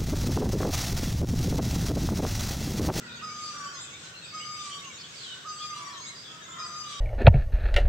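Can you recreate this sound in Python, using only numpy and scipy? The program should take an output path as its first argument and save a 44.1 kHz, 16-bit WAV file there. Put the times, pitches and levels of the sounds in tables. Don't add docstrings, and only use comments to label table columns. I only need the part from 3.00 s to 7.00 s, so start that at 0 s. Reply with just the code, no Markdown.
import sys
import numpy as np
from scipy import signal
from scipy.fft import rfft, irfft
from scipy.io import wavfile
from scipy.ndimage import uniform_filter1d

SR = 44100
rng = np.random.default_rng(int(sys.argv[2]) if len(sys.argv) > 2 else 0)


def bounce(signal):
    frames = np.transpose(np.atleast_2d(signal))
    limited = np.clip(frames, -1, 1)
    pcm = np.round(limited * 32767).astype(np.int16)
    wavfile.write(sys.argv[1], SR, pcm)


N = 176400
TIME = np.arange(N) / SR


def undb(db):
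    return 10 ** (np.asarray(db) / 20)


def curve(x, rows):
    return np.interp(x, *np.array(rows, float).T)


def gain_at(hz, rows):
    f, db = np.array(rows, float).T
    return undb(np.interp(np.log(np.maximum(hz, 1)), np.log(f), db))


def colour(x, rows):
    return irfft(rfft(x) * gain_at(np.fft.rfftfreq(N, 1 / SR), rows), N)


def unit(x):
    return x / np.sqrt(np.mean(x ** 2))


def walk(rate):
    k = max(int(SR / rate), 1)
    steps = np.repeat(rng.standard_normal(N)[:N // k + 1], k)
    return unit(uniform_filter1d(steps, k)[:N])


def pan(db):
    return undb(np.array([[db], [-db]]) / 2)


def gate(t, length, attack, release):
    return np.clip(t / attack, 0, 1) * np.clip((length - t) / release, 0, 1)


def span(start, length):
    i = np.arange(max(int(start * SR), 0), min(int((start + length) * SR), N))
    return i, i / SR - start


def phase_of(hz):
    return 2 * np.pi * np.cumsum(hz) / SR


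def noise(rows, width):
    mid, side = rng.standard_normal((2, N))
    return unit(colour(mid + width * side * np.array([[1], [-1]]), rows))


def reflect(x, decay):
    echo = rng.standard_normal((2, SR)) * decay / np.sqrt(np.sum(decay ** 2))
    return signal.fftconvolve(x[None], echo, axes=1)[:, :N]


def trees(x, scatter_t60_s=0.06, tail_t60_s=0.9, tail_db=-17):
    t = TIME[:SR]
    decay = undb(-60 * t / scatter_t60_s) + undb(tail_db - 60 * t / tail_t60_s)
    return reflect(x, decay * np.minimum(t / 0.012, 1))


def hillside(x, t60_s=0.95, build_s=0.074):
    t = TIME[:SR]
    return reflect(x, undb(-60 * t / t60_s) * np.minimum(t / build_s, 1) ** 2)


# (frequency [Hz], relative level [dB])
RUMBLE_SPECTRUM = [(29, -49), (50, -17), (82, -6), (145, 2), (238, -5), (265, -7), (330, -6.5), (562, -9),
                   (788, -15), (900, -25.5), (1170, -73), (1980, -120)]
# (time [s], gain [dB])
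RUMBLE_SWELL = [(0, 2), (.4, 0.5), (1, 0), (2.5, -2), (4, -0.5)]

def valley_rumble(level_db=-55.5):
    floor = [(1500, -43)]
    rumble = noise(list(RUMBLE_SPECTRUM) + floor, width=0.2)
    return rumble * undb(level_db + curve(TIME, RUMBLE_SWELL))


# (frequency [Hz], relative level [dB])
AIR_SPECTRUM = [(500, -14), (900, -2.5), (1500, 5), (2100, -1.5), (3300, 1), (4500, -4.5), (5600, -2.5),
                (7200, -4.5), (10000, -6), (16000, -8)]

def air_hiss():
    return noise(AIR_SPECTRUM, width=0.92) * undb(-49)


# (frequency [Hz], starting level [dB])
ENGINE_TONES = [(66, -68.5), (122, -61), (205, -59.5), (236, -57.5)]

def distant_engine(fade_s=0.4, waver=0.0099):
    drone = sum(undb(db) * np.sin(phase_of(hz * (1 + waver * walk(19)))) for hz, db in ENGINE_TONES)
    return np.sqrt(2) * drone * np.exp(-(TIME / fade_s) ** 2)


# (start [s], length [s], pitch [Hz], throat resonance [Hz], level [dB])
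CRIES = [(0, 0.24, 486.7, 1450, -48), (.52, 0.24, 293.8, 1430, -46.5), (0.999, 0.16, 381, 1520, -52),
         (2.2, 0.24, 377.4, 1460, -53.5), (2.736, 0.266, 339.1, 1070, -51.5), (3.273, 0.17, 330, 1220, -55),
         (3.468, 0.24, 343.5, 1240, -47)]

def far_cries(arch=0.0686, hoarseness=0.0345, half_width_hz=183, skirt_db=-25):
    out, rough = np.zeros(N), walk(200)
    for start, length, pitch, throat_hz, db in CRIES:
        i, t = span(start, length)
        hz = pitch * (1 - arch * (2 * t / length - 1) ** 2 + hoarseness * rough[i])
        voice = np.zeros(len(i))
        for k in range(1, 8):
            resonance = 1 / (1 + ((k * hz - throat_hz) / half_width_hz) ** 2)
            voice += (resonance + undb(skirt_db)) * np.sin(k * phase_of(hz))
        out[i] += undb(db) * unit(voice) * gate(t, length, attack=0.0082, release=0.063)
    return trees(out) + undb(-3.5) * hillside(out)


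CHATTER_VOICES = [2007, 2750, 3336, 3600, 4660, 6940]

def far_chatter(notes_per_s=45, note_s=0.06, spread=0.14, level_db=-50.5):
    out, rasp = np.zeros(N), walk(452.1)
    for when, voice, detune, glide, size in rng.random((int(notes_per_s * N / SR), 5)):
        i, t = span(when * N / SR, note_s)
        centre_hz = CHATTER_VOICES[int(voice * len(CHATTER_VOICES))]
        bend = 2 * detune - 1 + (2 * glide - 1) * t / note_s
        hz = centre_hz * (1 + spread * bend) * (1 + 0.013 * rasp[i])
        out[i] += (.5 + size) * np.sin(np.pi * t / note_s) * np.sin(phase_of(hz))
    return undb(level_db) * trees(unit(out))


# (start [s], length [s], first pitch [Hz], middle pitch [Hz], last pitch [Hz], level [dB], rasp [0-1])
SHORT_NOTES = [ (0.079, 0.098, 3500, 3860, 3270, -51, 0.7), (0.099, 0.09, 4900, 4660, 4520, -55.5, 0.26),
               (0.18, 0.037, 2900, 2664, 2720, -48, 0.7), (.41, 0.091, 4587, 4614, 4460, -45.5, 0.7),
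               (0.734, 0.058, 6640, 6450, 6400, -45.5, 0.23), (0.741, .06, 5080, 5023, 5000, -46.5, 0.1),
               (0.776, 0.075, 7190, 7430, 7120, -46.5, 0.53), (0.791, 0.054, 3560, 3585, 3320, -48, 1),
               (0.956, 0.085, 3800, 3850, 3430, -56.5, 0.55), (1.21, 0.061, 2786, 2553, 2530, -49.5, .4),
               (1.239, 0.11, 4860, 4725, 4660, -49.5, 0.6), (1.312, 0.27, 2156, 2234, 2190, -53, 0.16),
               (1.391, 0.052, 2500, 2970, 3060, -45.5, 0.47), (1.7, 0.051, 3080, 3094, 3220, -40.5, 0.47),
               (1.828, 0.044, 2677, 2810, 2740, -45.5, 0.37), (1.846, 0.054, 6640, 6480, 6270, -49.5, 0.07),
               (1.933, 0.033, 5570, 5700, 5600, -53, 0.05), (2.029, 0.017, 4840, 3670, 3830, -53, 0.5),
               (2.038, 0.018, 2850, 3390, 3150, -43, 0), (2.08, 0.12, 6600, 6560, 6520, -59, 0),
               (2.147, 0.087, 4660, 4510, 3750, -47, 0.77), (2.228, 0.12, 3506, 3077, 2935, -45, 0.22),
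               (2.233, 0.11, 3860, 3770, 3540, -47, 0.61), (2.582, 0.063, 3027, 3354, 3200, -44, 0.3),
               (2.724, 0.069, 2484, 2920, 2570, -49.5, 0.19), (2.914, 0.054, 4600, 3940, 3400, -50.5, 0.9),
               (2.967, 0.14, 6260, 6540, 6490, -48, 0.2), (3.054, 0.055, 3250, 3990, 3860, -44.5, 0.29),
               (3.05, 0.039, 6660, 7540, 8160, -48.5, 0.56), (3.14, 0.097, 4790, 4795, 4920, -47, 0.45),
               (3.226, 0.094, 3500, 3405, 3180, -47.5, 0.66), (3.446, 0.14, 2010, 2090, 1960, -56.5, 0.02),
               (3.479, 0.057, 7130, 7130, 7260, -49, 0.33), (3.505, 0.04, 3307, 3570, 3600, -48, 0.17),
               (3.844, 0.056, 2850, 3776, 4130, -50, 0.48), (3.881, .13, 3600, 3165, 3576, -46.5, 0.47),
               (3.901, 0.14, 3830, 3790, 3810, -51.5, 0.08)]

def chirps_and_ringing(rasp_depth=0.0652, edge_s=0.0074):
    near, far, wobble = np.zeros(N), np.zeros(N), walk(452.1)
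    for start, length, first, middle, last, db, rasp in SHORT_NOTES:
        i, t = span(start, length)
        arch = np.polyfit([0, .5, 1], [first, middle, last], 2)
        hz = np.polyval(arch, t / length) * (1 + rasp_depth * rasp * wobble[i])
        note = np.sqrt(2) * undb(db) * gate(t, length, edge_s, edge_s) * np.sin(phase_of(hz))
        near[i] += note * (1 - rasp)
        far[i] += note * np.sqrt(.5 + rasp)
    return undb(-2.5) * near + undb(0.5) * trees(far)


# (start [s], length [s], level [dB])
CALLS = [(0.211, 0.61, -46.5), (1.322, 0.6, -46), (2.443, .595, -47.5), (3.572, .6, -47)]
# (share of the call [0-1], pitch [Hz])
CALL_PITCH = [(0, 1130), (.035, 1270), (.07, 1238), (.11, 1246), (.15, 1215), (.22, 1220), (.36, 1228),
              (.45, 1220), (.62, 1160), (.88, 1129), (1, 1003)]
# (share of the call [0-1], gain [dB])
CALL_LEVEL = [(0, 8.5), (.08, 2), (.2, -3.5), (.36, 1.5), (.6, -1), (.73, 1), (1, -4)]
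# (frequency [Hz], gain [dB])
THROAT = [(1000, -5), (1230, 3.5), (2400, -22), (3650, -21), (4500, -19), (4900, -4.5), (5250, -5),
          (5700, -9.5), (6150, -8), (6800, -16), (7350, -14.5), (8100, -19), (9800, -12), (11000, -22),
          (12500, -19), (15000, -53)]

def treetop_bird(jitter_depth=0.0027, rough_depth=0.03, edge_s=0.028, sag_db=-2, brighten_db=0.67):
    fundamental, overtones = np.zeros((2, N))
    jitter, rough = walk(150), walk(500)
    flutters = [undb(2.6 * walk(70)) for _ in range(13)]
    for start, length, db in CALLS:
        i, t = span(start, length)
        share = t / length
        edges = np.exp(-t / edge_s) + np.exp((t - length) / edge_s)
        hz = curve(share, CALL_PITCH) * (1 + jitter_depth * jitter[i] + rough_depth * edges * rough[i])
        level = undb(db + curve(share, CALL_LEVEL) + sag_db * share ** 2)
        envelope = np.sqrt(2) * level * gate(t, length, attack=0.026, release=0.017)
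        tilt = undb(brighten_db * (share - .5))
        partials = [tilt ** (k - 1) * flutter[i] * gain_at(k * hz, THROAT) * np.sin(k * phase_of(hz))
                    for k, flutter in enumerate(flutters, 1)]
        fundamental[i] += envelope * partials[0]
        overtones[i] += envelope * sum(partials[1:]) * gate(t, length, attack=0.045, release=0.15)
    direct = fundamental * pan(db=-3.5) + overtones * pan(db=12.5)
    scatter = trees(undb(-11) * fundamental + undb(2) * overtones)
    return direct + scatter + undb(-9) * hillside(fundamental)


# (peak time [s], half length [s], level [dB])
RUSTLES = [(0.503, 0.16, -48), (1.053, 0.062, -48), (1.664, 0.068, -44), (2.242, 0.18, -47),
           (2.64, 0.043, -47), (3.922, 0.054, -45.5)]
# (frequency [Hz], relative level [dB])
LEAF_SPECTRUM = [(800, -25), (1800, 9.5), (3700, 19), (5500, 13), (7500, 15.5), (10000, 9.5),
                 (16000, -51.5)]

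def leaves():
    stir = sum(undb(db) * np.exp(-((TIME - peak) / half) ** 2) for peak, half, db in RUSTLES)
    return noise(LEAF_SPECTRUM, width=0.92) * stir


# (start [s], level the swell heads for [dB])
UPSLURS = [(1.925, -46.5), (2.826, -50)]
# (time into the note [s], pitch [Hz])
UPSLUR_PITCH = [(0, 3327), (.025, 3680), (.047, 3850), (.066, 4700), (.081, 5220), (.09, 5230),
                (.103, 4970)]

def near_bird(swell_s=0.28, octave_db=-9):
    out, length = np.zeros(N), UPSLUR_PITCH[-1][0]
    for start, db in UPSLURS:
        i, t = span(start, length)
        phase = phase_of(curve(t, UPSLUR_PITCH))
        envelope = undb(db) * np.sqrt(2 * gate(t, length, swell_s, release=0.0069))
        out[i] += envelope * (np.sin(phase) + undb(octave_db) * np.sin(2 * phase))
    return out * pan(db=6) + undb(-13) * trees(out)


def scene():
    voices = treetop_bird() + chirps_and_ringing() + near_bird() + far_cries()
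    return voices + valley_rumble() + distant_engine() + air_hiss() + leaves() + far_chatter()


# (frequency [Hz], gain [dB])
MIC_RESPONSE = [(45, -25), (56, -20), (63, 1), (8300, 1), (8800, -22.5), (16000, -13)]

def record(dry, top_hz=15750):
    lowpass = signal.ellip(10, .1, 70, top_hz, fs=SR, output="sos")
    return signal.sosfilt(lowpass, colour(dry, MIC_RESPONSE))


dry = scene()
out = record(dry)
bounce(out)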